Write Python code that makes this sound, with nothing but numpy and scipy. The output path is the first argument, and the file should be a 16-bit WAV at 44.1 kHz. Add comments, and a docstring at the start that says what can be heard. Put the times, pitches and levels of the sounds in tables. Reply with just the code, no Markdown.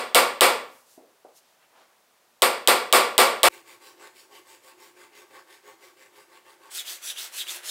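"""A woodworker's shop. Hard hammer blows on nails in wood fill the small room and drive a limiter,
which turns the loudest moments down. Between the two bouts the piece is turned over on the bench.
The hammering is cut off, then a small rasp runs lightly to and fro: its teeth tear fibres and the
held wood drones. Last come quicker, brighter strokes of sandpaper, whose grit hisses and whistles."""
import sys
import numpy as np
from scipy import signal
from scipy.fft import rfft, irfft, next_fast_len
from scipy.io import wavfile
from scipy.ndimage import uniform_filter1d, minimum_filter1d, map_coordinates

SR = 44100
rng = np.random.default_rng(int(sys.argv[2]) if len(sys.argv) > 2 else 0)


def transcribe(u):
    """Save the signal u as a 16-bit wav file named by the first command-line argument.

    u: samples, shape (n,) or (channels, n), limited to [-1, 1]; the rate is SR.
    q: integer samples, one column per channel.
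    """
    v = np.clip(np.atleast_2d(u).T, -1, 1)
    q = np.round(v * 32767).astype(np.int16)
    wavfile.write(sys.argv[1], SR, q)


N = 339570

HAMMER_END_S, RASP_END_S = 3.487, 6.73


# The tone of steel meeting the nail. Each row: frequency in Hz, level in dB.
CRACK_TONE = [(30, -32), (170, -16.5), (650, -12), (1700, -7), (2150, -11.5), (2650, 2.5), (3900, 6.5),
              (5200, -13.5), (9000, -3.5), (12000, -8), (16000, -11)]
# The hammer blows. Each row: start in seconds, force in dB, extra level of the crack in dB.
HAMMER_BLOWS = [(-.112, -4.5, 0), (0.1473, -1, -5), (0.409, -0.5, 2), (2.421, -5, -4.5), (2.6747, -2, 3),
                (2.9267, 0, -1.5), (3.18, 0, -2), (3.4321, 0, -3)]

def hammer():
    """A short crack, then after a few milliseconds the bang of bench and room, nearly alike each time."""
    out, t = np.zeros(N), np.arange(SR) / SR
    shared_bang = room_bang()
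    contact = coloured(rng.standard_normal(SR), CRACK_TONE)
    arrival = np.interp(t, [0, .004, .006], [.3, .45, 1])
    for start, force_db, crack_db in HAMMER_BLOWS:
        bang = amp(-9) * shared_bang + amp(-13.5) * room_bang() + ringing(t)
        crack = amp(crack_db + 3.5) * contact * np.exp(-(t / 0.0018) ** 2)
        add(out, amp(force_db) * (bang * arrival + crack), start)
    cut_off = np.clip((HAMMER_END_S - clock()) / 0.0024, 0, 1)
    return out * cut_off


# The tone of the struck piece and bench in the room. Each row: frequency in Hz, level in dB.
BANG_TONE = [(30, -52.5), (138, -34), (239, -20.5), (295, -17.5), (486, -2), (684, -6.5), (1130, -4.5),
             (1590, -10.5), (2290, -9), (2900, -13.5), (4800, -13.5), (6210, -23.5), (8700, -12.5),
             (10500, -21.5), (13000, -15.5), (16000, -28)]
# How long the shop echoes. Each row: frequency in Hz, seconds to fade by 60 dB.
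ECHO_TIMES = [(60, 0.78), (160, 0.61), (420, 0.47), (1100, 0.47), (2900, 0.42), (7700, 0.34), (15000, 0.23)]

def room_bang():
    """One second of the room's answer to a blow; the treble dies first."""
    hz, t, spectrum = signal.stft(coloured(rng.standard_normal(SR), BANG_TONE), SR, nperseg=512)
    fade = amp(-60 * t / along(ECHO_TIMES, hz)[:, None])
    return signal.istft(spectrum * fade, SR, nperseg=512)[1][:SR]


# The notes of the struck wood and nail. Each row: pitch in Hz, relative level in dB.
STRUCK_NOTES = [(246, -17), (379, -10), (486, -2.5), (540, -5), (735, -2), (924, -8.5), (1002, -7.5),
                (1106, 0), (1168, 1.5), (1330, -9.5), (1394, -2), (1992, -9), (2032, -10.5), (2228, -6),
                (2275, -2), (2490, -8.5), (2760, -4.5), (3019, -12.5), (3411, -5.5), (3930, -9),
                (4468, -12), (4838, -8), (8387, -19.5), (9540, -16)]

def ringing(t):
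    """The steel head gives a thin note; wood and nail ring on in the room, blurred by its echoes."""
    head_hz, head_fade_s = 13708, .62
    out = amp(-41 - 60 * t / head_fade_s) * np.sin(2 * np.pi * head_hz * t)
    drift_times = np.arange(101) / 100
    for hz, db in STRUCK_NOTES:
        phases = rng.uniform(0, 2 * np.pi) + np.cumsum(rng.normal(0, 0.46, len(drift_times)))
        level = amp(db - 20 + rng.normal(0, 1.1) - 60 * t / along(ECHO_TIMES, hz))
        out += level * np.sin(2 * np.pi * hz * t + np.interp(t, drift_times, phases))
    return out


# The rasp going to and fro. Each row: start in seconds, pull level in dB, push level in dB.
RASP_STROKES = [(3.478, -50, -50), (3.787, -53.5, -47), (4.126, -62, -49.5), (4.44, -56.5, -55),
                (4.759, -54.5, -52), (5.103, -52, -47), (5.452, -56.5, -50), (5.774, -55, -56),
                (6.108, -53, -56), (6.428, -54.5, -54)]
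# The tone of the scraping. Each row: frequency in Hz, level in dB.
RASP_TONE = [(100, -38), (280, -31.5), (450, -10), (650, -10.5), (850, -0.5), (1300, -6.5), (2300, -2.5),
             (3500, -5.5), (5000, -11), (5900, -11.5), (8000, -10), (11000, -13.5), (16000, -14.5)]
# The notes that ring in the scraping. Each row: pitch in Hz, width in Hz, level in dB.
RASP_NOTES = [(527, 27, -2), (792, 14, -4.5), (887, 17, 3), (1107, 20, 4.5), (1554, 75, -5.5),
              (1804, 21, 0.5), (2055, 27, -4), (2300, 28, -7.5), (4700, 430, -14.5), (7000, 340, -16.5),
              (7930, 180, -12)]

def rasp():
    """Teeth tear fibres as fast as the hand moves, and sound duller on the push."""
    t = clock()
    starts, pull_db, push_db = np.transpose(RASP_STROKES)
    speed, moments = strokes(starts, RASP_END_S, swing=(0.23, 0.51, 0.75))
    stroke_db = by_stroke(moments, pull_db, push_db)
    easing_db = 2.5 * (t - starts[0])  # the hiss falls as the hand eases
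    teeth_db = -49 - easing_db - 2.5 * by_stroke(moments, 0, 1)
    bite = scratches(500 + 3500 * speed, spread_db=3.5, hiss_db=0.5) * amp(0.83 * wobble(60))
    voiced = coloured(bite, RASP_TONE) + amp(-3.5) * resonate(bite, RASP_NOTES)
    low, high = split(wood_grain(voiced, depth_db=2.5), edge_hz=2300)
    scrape = amp(stroke_db) * low * (.12 + 0.88 * speed ** 1.08) + amp(teeth_db) * high * speed ** 1.47
    drone = wood_drone(bite, speed, stroke_db, average_db=np.mean([pull_db, push_db]))
    working = (t > HAMMER_END_S) * np.clip((RASP_END_S - t) / .03, 0, 1)
    return (in_room(working * scrape, wet_db=-7, lowest_hz=258)
            + in_room(working * drone, wet_db=-15.5, lowest_hz=90))


# The low notes of the held piece. Each row: pitch in Hz, width in Hz, level in dB.
HELD_WOOD_NOTES = [(118, 18, -12.5), (338.6, 9, 2), (360.2, 7.3, 8.5), (413.5, 8, -11), (523, 6.3, -19)]

def wood_drone(bite, speed, stroke_db, average_db):
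    """The held piece hums under the rasp; a firm stroke also brings out its upper notes."""
    body = resonate(rng.standard_normal(N), HELD_WOOD_NOTES)
    damped = np.clip((clock() - 5.3) / 0.27 + .5, 0, 1)  # the hum is damped late in the bout
    hum_db = -60.5 + 0.42 * (stroke_db - average_db) - 4 * damped
    hum = amp(hum_db) * (0.67 + 0.5 * speed) * body
    return hum + amp(stroke_db - 10.5) * speed * resonate(bite, HELD_WOOD_NOTES[3:])


# The tone of grit on wood. Each row: frequency in Hz, level in dB.
SANDING_TONE = [(100, -49), (260, -23), (353, -20), (509, -11), (777, -14), (1200, -10), (1500, -5.5),
                (1900, -5.5), (2800, -2.5), (4500, -3), (5300, -4), (6200, -2.5), (8270, -2.5), (11500, -7),
                (16000, -10.5)]

def sandpaper():
    """Dense grit rubs and hisses to a steady beat, brighter with speed, louder as the hand leans in."""
    start_s, cycle_s = 6.692, 0.3072
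    starts = start_s + cycle_s * np.arange(4)
    speed, moments = strokes(starts, starts[-1] + cycle_s, swing=(.295, .48, 0.68))
    age = np.maximum(clock() - start_s, 0)
    back = by_stroke(moments, 0, 0.84)  # high on the way back
    rub = amp(-40 + 3.5 * age + 2.5 * back)
    hiss = amp(-35 + age - 2.5 * back)
    grit = scratches(2000 + 9000 * speed, spread_db=4, hiss_db=3) * amp(0.76 * wobble(90))
    low, high = split(wood_grain(coloured(grit, SANDING_TONE), depth_db=2), edge_hz=2300)
    out = rub * low * speed ** 0.25 + hiss * high * speed ** 1.54
    out += amp(-27.5) * rub * speed ** .5 * resonate(grit, HELD_WOOD_NOTES[1:])
    out += amp(-33 + 6 * age - 5.5 * back) * paper_whistle(speed, turns=moments[:, 2:3])
    return in_room(out, wet_db=-10.5, lowest_hz=228)


def paper_whistle(speed, turns):
    """Just before and after each far turn the paper grips with a rough whistle, higher when faster."""
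    offset_s, half_length_s = 0.043, 0.015
    slow_hz, fast_hz = 2484, 3740
    from_turn = np.abs(clock() - turns).min(axis=0)
    grip = np.exp(-.5 * ((from_turn - offset_s) / half_length_s) ** 2)
    pitch = slow_hz + (fast_hz - slow_hz) * speed
    flutter = unit(filtered(rng.standard_normal(N), lambda f: 1 / (1 + (f / 380) ** 2)))
    return grip * flutter * np.sin(2 * np.pi * np.cumsum(pitch) / SR)


def strokes(starts, end_s, swing):
    """Hand speed from 0 to 1, and each to-and-fro's moments: start, fastest out, turn, fastest back."""
    lengths = np.diff(starts, append=end_s)
    moments = starts[:, None] + lengths[:, None] * np.array([0, *swing])  # swing: shares of the length
    marks = np.append(moments, end_s)
    quarters = np.interp(clock(), marks, np.arange(len(marks)))
    return np.abs(np.sin(np.pi / 2 * quarters)), moments


def by_stroke(moments, out, back):
    """A value that glides from stroke to stroke, reached where the hand is fastest."""
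    fastest = moments[:, 1::2]
    levels = np.broadcast_to(np.transpose([out, back]), fastest.shape)
    return np.interp(clock(), fastest.ravel(), levels.ravel())


def scratches(per_second, spread_db, hiss_db):
    """Tiny fibre breaks of uneven size on a smooth hiss."""
    happens = rng.random(N) < per_second / SR
    breaks = happens * rng.standard_normal(N) * amp(spread_db * rng.standard_normal(N))
    return unit(breaks / np.sqrt(per_second.max() / SR) + amp(hiss_db) * rng.standard_normal(N))


def wood_grain(x, depth_db):
    """The tone shifts as the tool moves over the grain."""
    spectrum = signal.stft(x, nperseg=512)[2]
    patches = uniform_filter1d(rng.standard_normal(spectrum.shape), size=6, axis=0)
    patches = uniform_filter1d(patches, size=14, axis=1)
    return unit(signal.istft(spectrum * amp(depth_db * unit(patches)), nperseg=512)[1][:N])


# The piece is set down. 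Each row: start in seconds, level in dB, pitch in Hz, echo time in seconds.
BENCH_KNOCKS = [(0.976, -46, 427, 0.42), (1.247, -46, 560, 0.34)]
# Hands and wood slide. Each row: middle and half length in seconds, level in dB, pitch in Hz.
HAND_SLIDES = [(0.76, 0.058, -60.5, 7800), (0.923, 0.046, -58.5, 6940), (1.374, 0.018, -56, 6300),
               (1.469, .07, -69, 4000), (1.635, .025, -63, 1412), (1.79, 0.054, -58, 700),
               (1.807, .04, -63, 2480), (1.916, 0.048, -68, 1000)]

def turning_the_piece():
    """The piece slides in the hands and bumps dully on the bench: a short thud, then the room."""
    out, t = np.zeros(N), clock()
    for start, db, hz, echo_s in BENCH_KNOCKS:
        age = np.maximum(t - start, 0)
        rise = 1 - np.exp(-(age / 0.0022) ** 2)
        fade = amp(-60 * age / 0.03) + amp(-2) * amp(-60 * age / echo_s)
        out += amp(db) * rise * fade * band(hz, octaves=0.6)
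    for middle, half_length, db, hz in HAND_SLIDES:
        out += amp(db) * np.exp(-.5 * ((t - middle) / half_length) ** 2) * band(hz, octaves=1)
    return out


def in_room(x, wet_db, lowest_hz):
    """A small, close source: little bass, and some of the shop's echo behind it."""
    t = np.arange(SR // 2) / SR
    tail = rng.standard_normal(len(t)) * amp(-60 * t / along(ECHO_TIMES, 2000))
    x = filtered(x, lambda f: f ** 3 / (f ** 3 + lowest_hz ** 3))
    return x + amp(wet_db) * signal.fftconvolve(x, tail / np.linalg.norm(tail))[:N]


# The tone of the quiet shop. Each row: frequency in Hz, relative level in dB.
AIR_TONE = [(15, -38), (25, -25), (55, -18), (102, -19), (170, -12), (285, -10), (600, -3.5), (1000, -5),
            (1840, -10), (2480, -11.5), (16000, -19)]

def shop_air():
    """A faint, steady hush."""
    return amp(-63.5) * coloured(rng.standard_normal(N), AIR_TONE)


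def amp(db):
    """Decibels to gain."""
    return 10 ** (np.asarray(db) / 20)


def unit(x):
    """Scaled to rms 1."""
    return x / np.sqrt(np.mean(x ** 2) + 1e-20)


def clock():
    """The time of every sample."""
    return np.arange(N) / SR


def along(points, hz):
    """(Hz, value) points on a log axis."""
    f, v = np.transpose(points)
    return np.interp(np.log(hz + 1), np.log(f + 1), v)


def filtered(x, response):
    """x times a response of frequency."""
    m = next_fast_len(len(x) + 8192)
    return irfft(rfft(x, m) * response(np.fft.rfftfreq(m, 1 / SR)), m)[:len(x)]


def coloured(x, spectrum):
    """x with a (Hz, dB) colour, at rms 1."""
    return unit(filtered(x, lambda f: amp(along(spectrum, f))))


def resonate(x, modes):
    """x through (Hz, width, dB) resonances, at rms 1."""
    return unit(filtered(x, lambda f: sum(amp(db) * 1j * f * w / (c * c - f * f + 1j * f * w)
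                                          for c, w, db in modes)))


def band(centre_hz, octaves):
    """Noise in a bell-shaped band."""
    return unit(filtered(rng.standard_normal(N),
                         lambda f: np.exp(-.5 * (np.log2((f + 1) / centre_hz) / octaves) ** 2)))


def wobble(rate):
    """A smooth random curve, rate knots a second."""
    return map_coordinates(rng.standard_normal(int(N * rate / SR) + 4), [clock() * rate])


def add(track, sound, s):
    """Mix a sound into the track from time s on."""
    at = round(s * SR)
    part = sound[max(-at, 0):N - at]
    track[max(at, 0):][:len(part)] += part


def split(x, edge_hz):
    """The parts of x below and above a soft edge."""
    low = filtered(x, lambda f: 1 / (1 + (f / edge_hz) ** 4))
    return low, x - low


def scene():
    """All the work over the quiet air of the shop."""
    return (shop_air() + hammer() + turning_the_piece() + rasp() + sandpaper())[None]


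def record(dry):
    """A fast limiter flattens the start of each blow; deep bass and the highest treble are cut."""
    limit_db, bass_cut_hz, top_hz = -11.5, 75, 16100
    x = dry[0]
    level = np.sqrt(np.abs(uniform_filter1d(x ** 2, size=353)))
    gain = np.minimum(1, amp(limit_db) / (level + 1e-9))
    x = x * uniform_filter1d(minimum_filter1d(gain, size=221), size=221)
    x = x / (1 + (x / .92) ** 6) ** (1 / 6)  # rounds off the tips of the crack
    x = filtered(x, lambda f: 1j * f / (1j * f + bass_cut_hz))
    return filtered(x, lambda f: np.clip((top_hz - f) / 500, 0, 1))[None]


dry = scene()
out = record(dry)
transcribe(out)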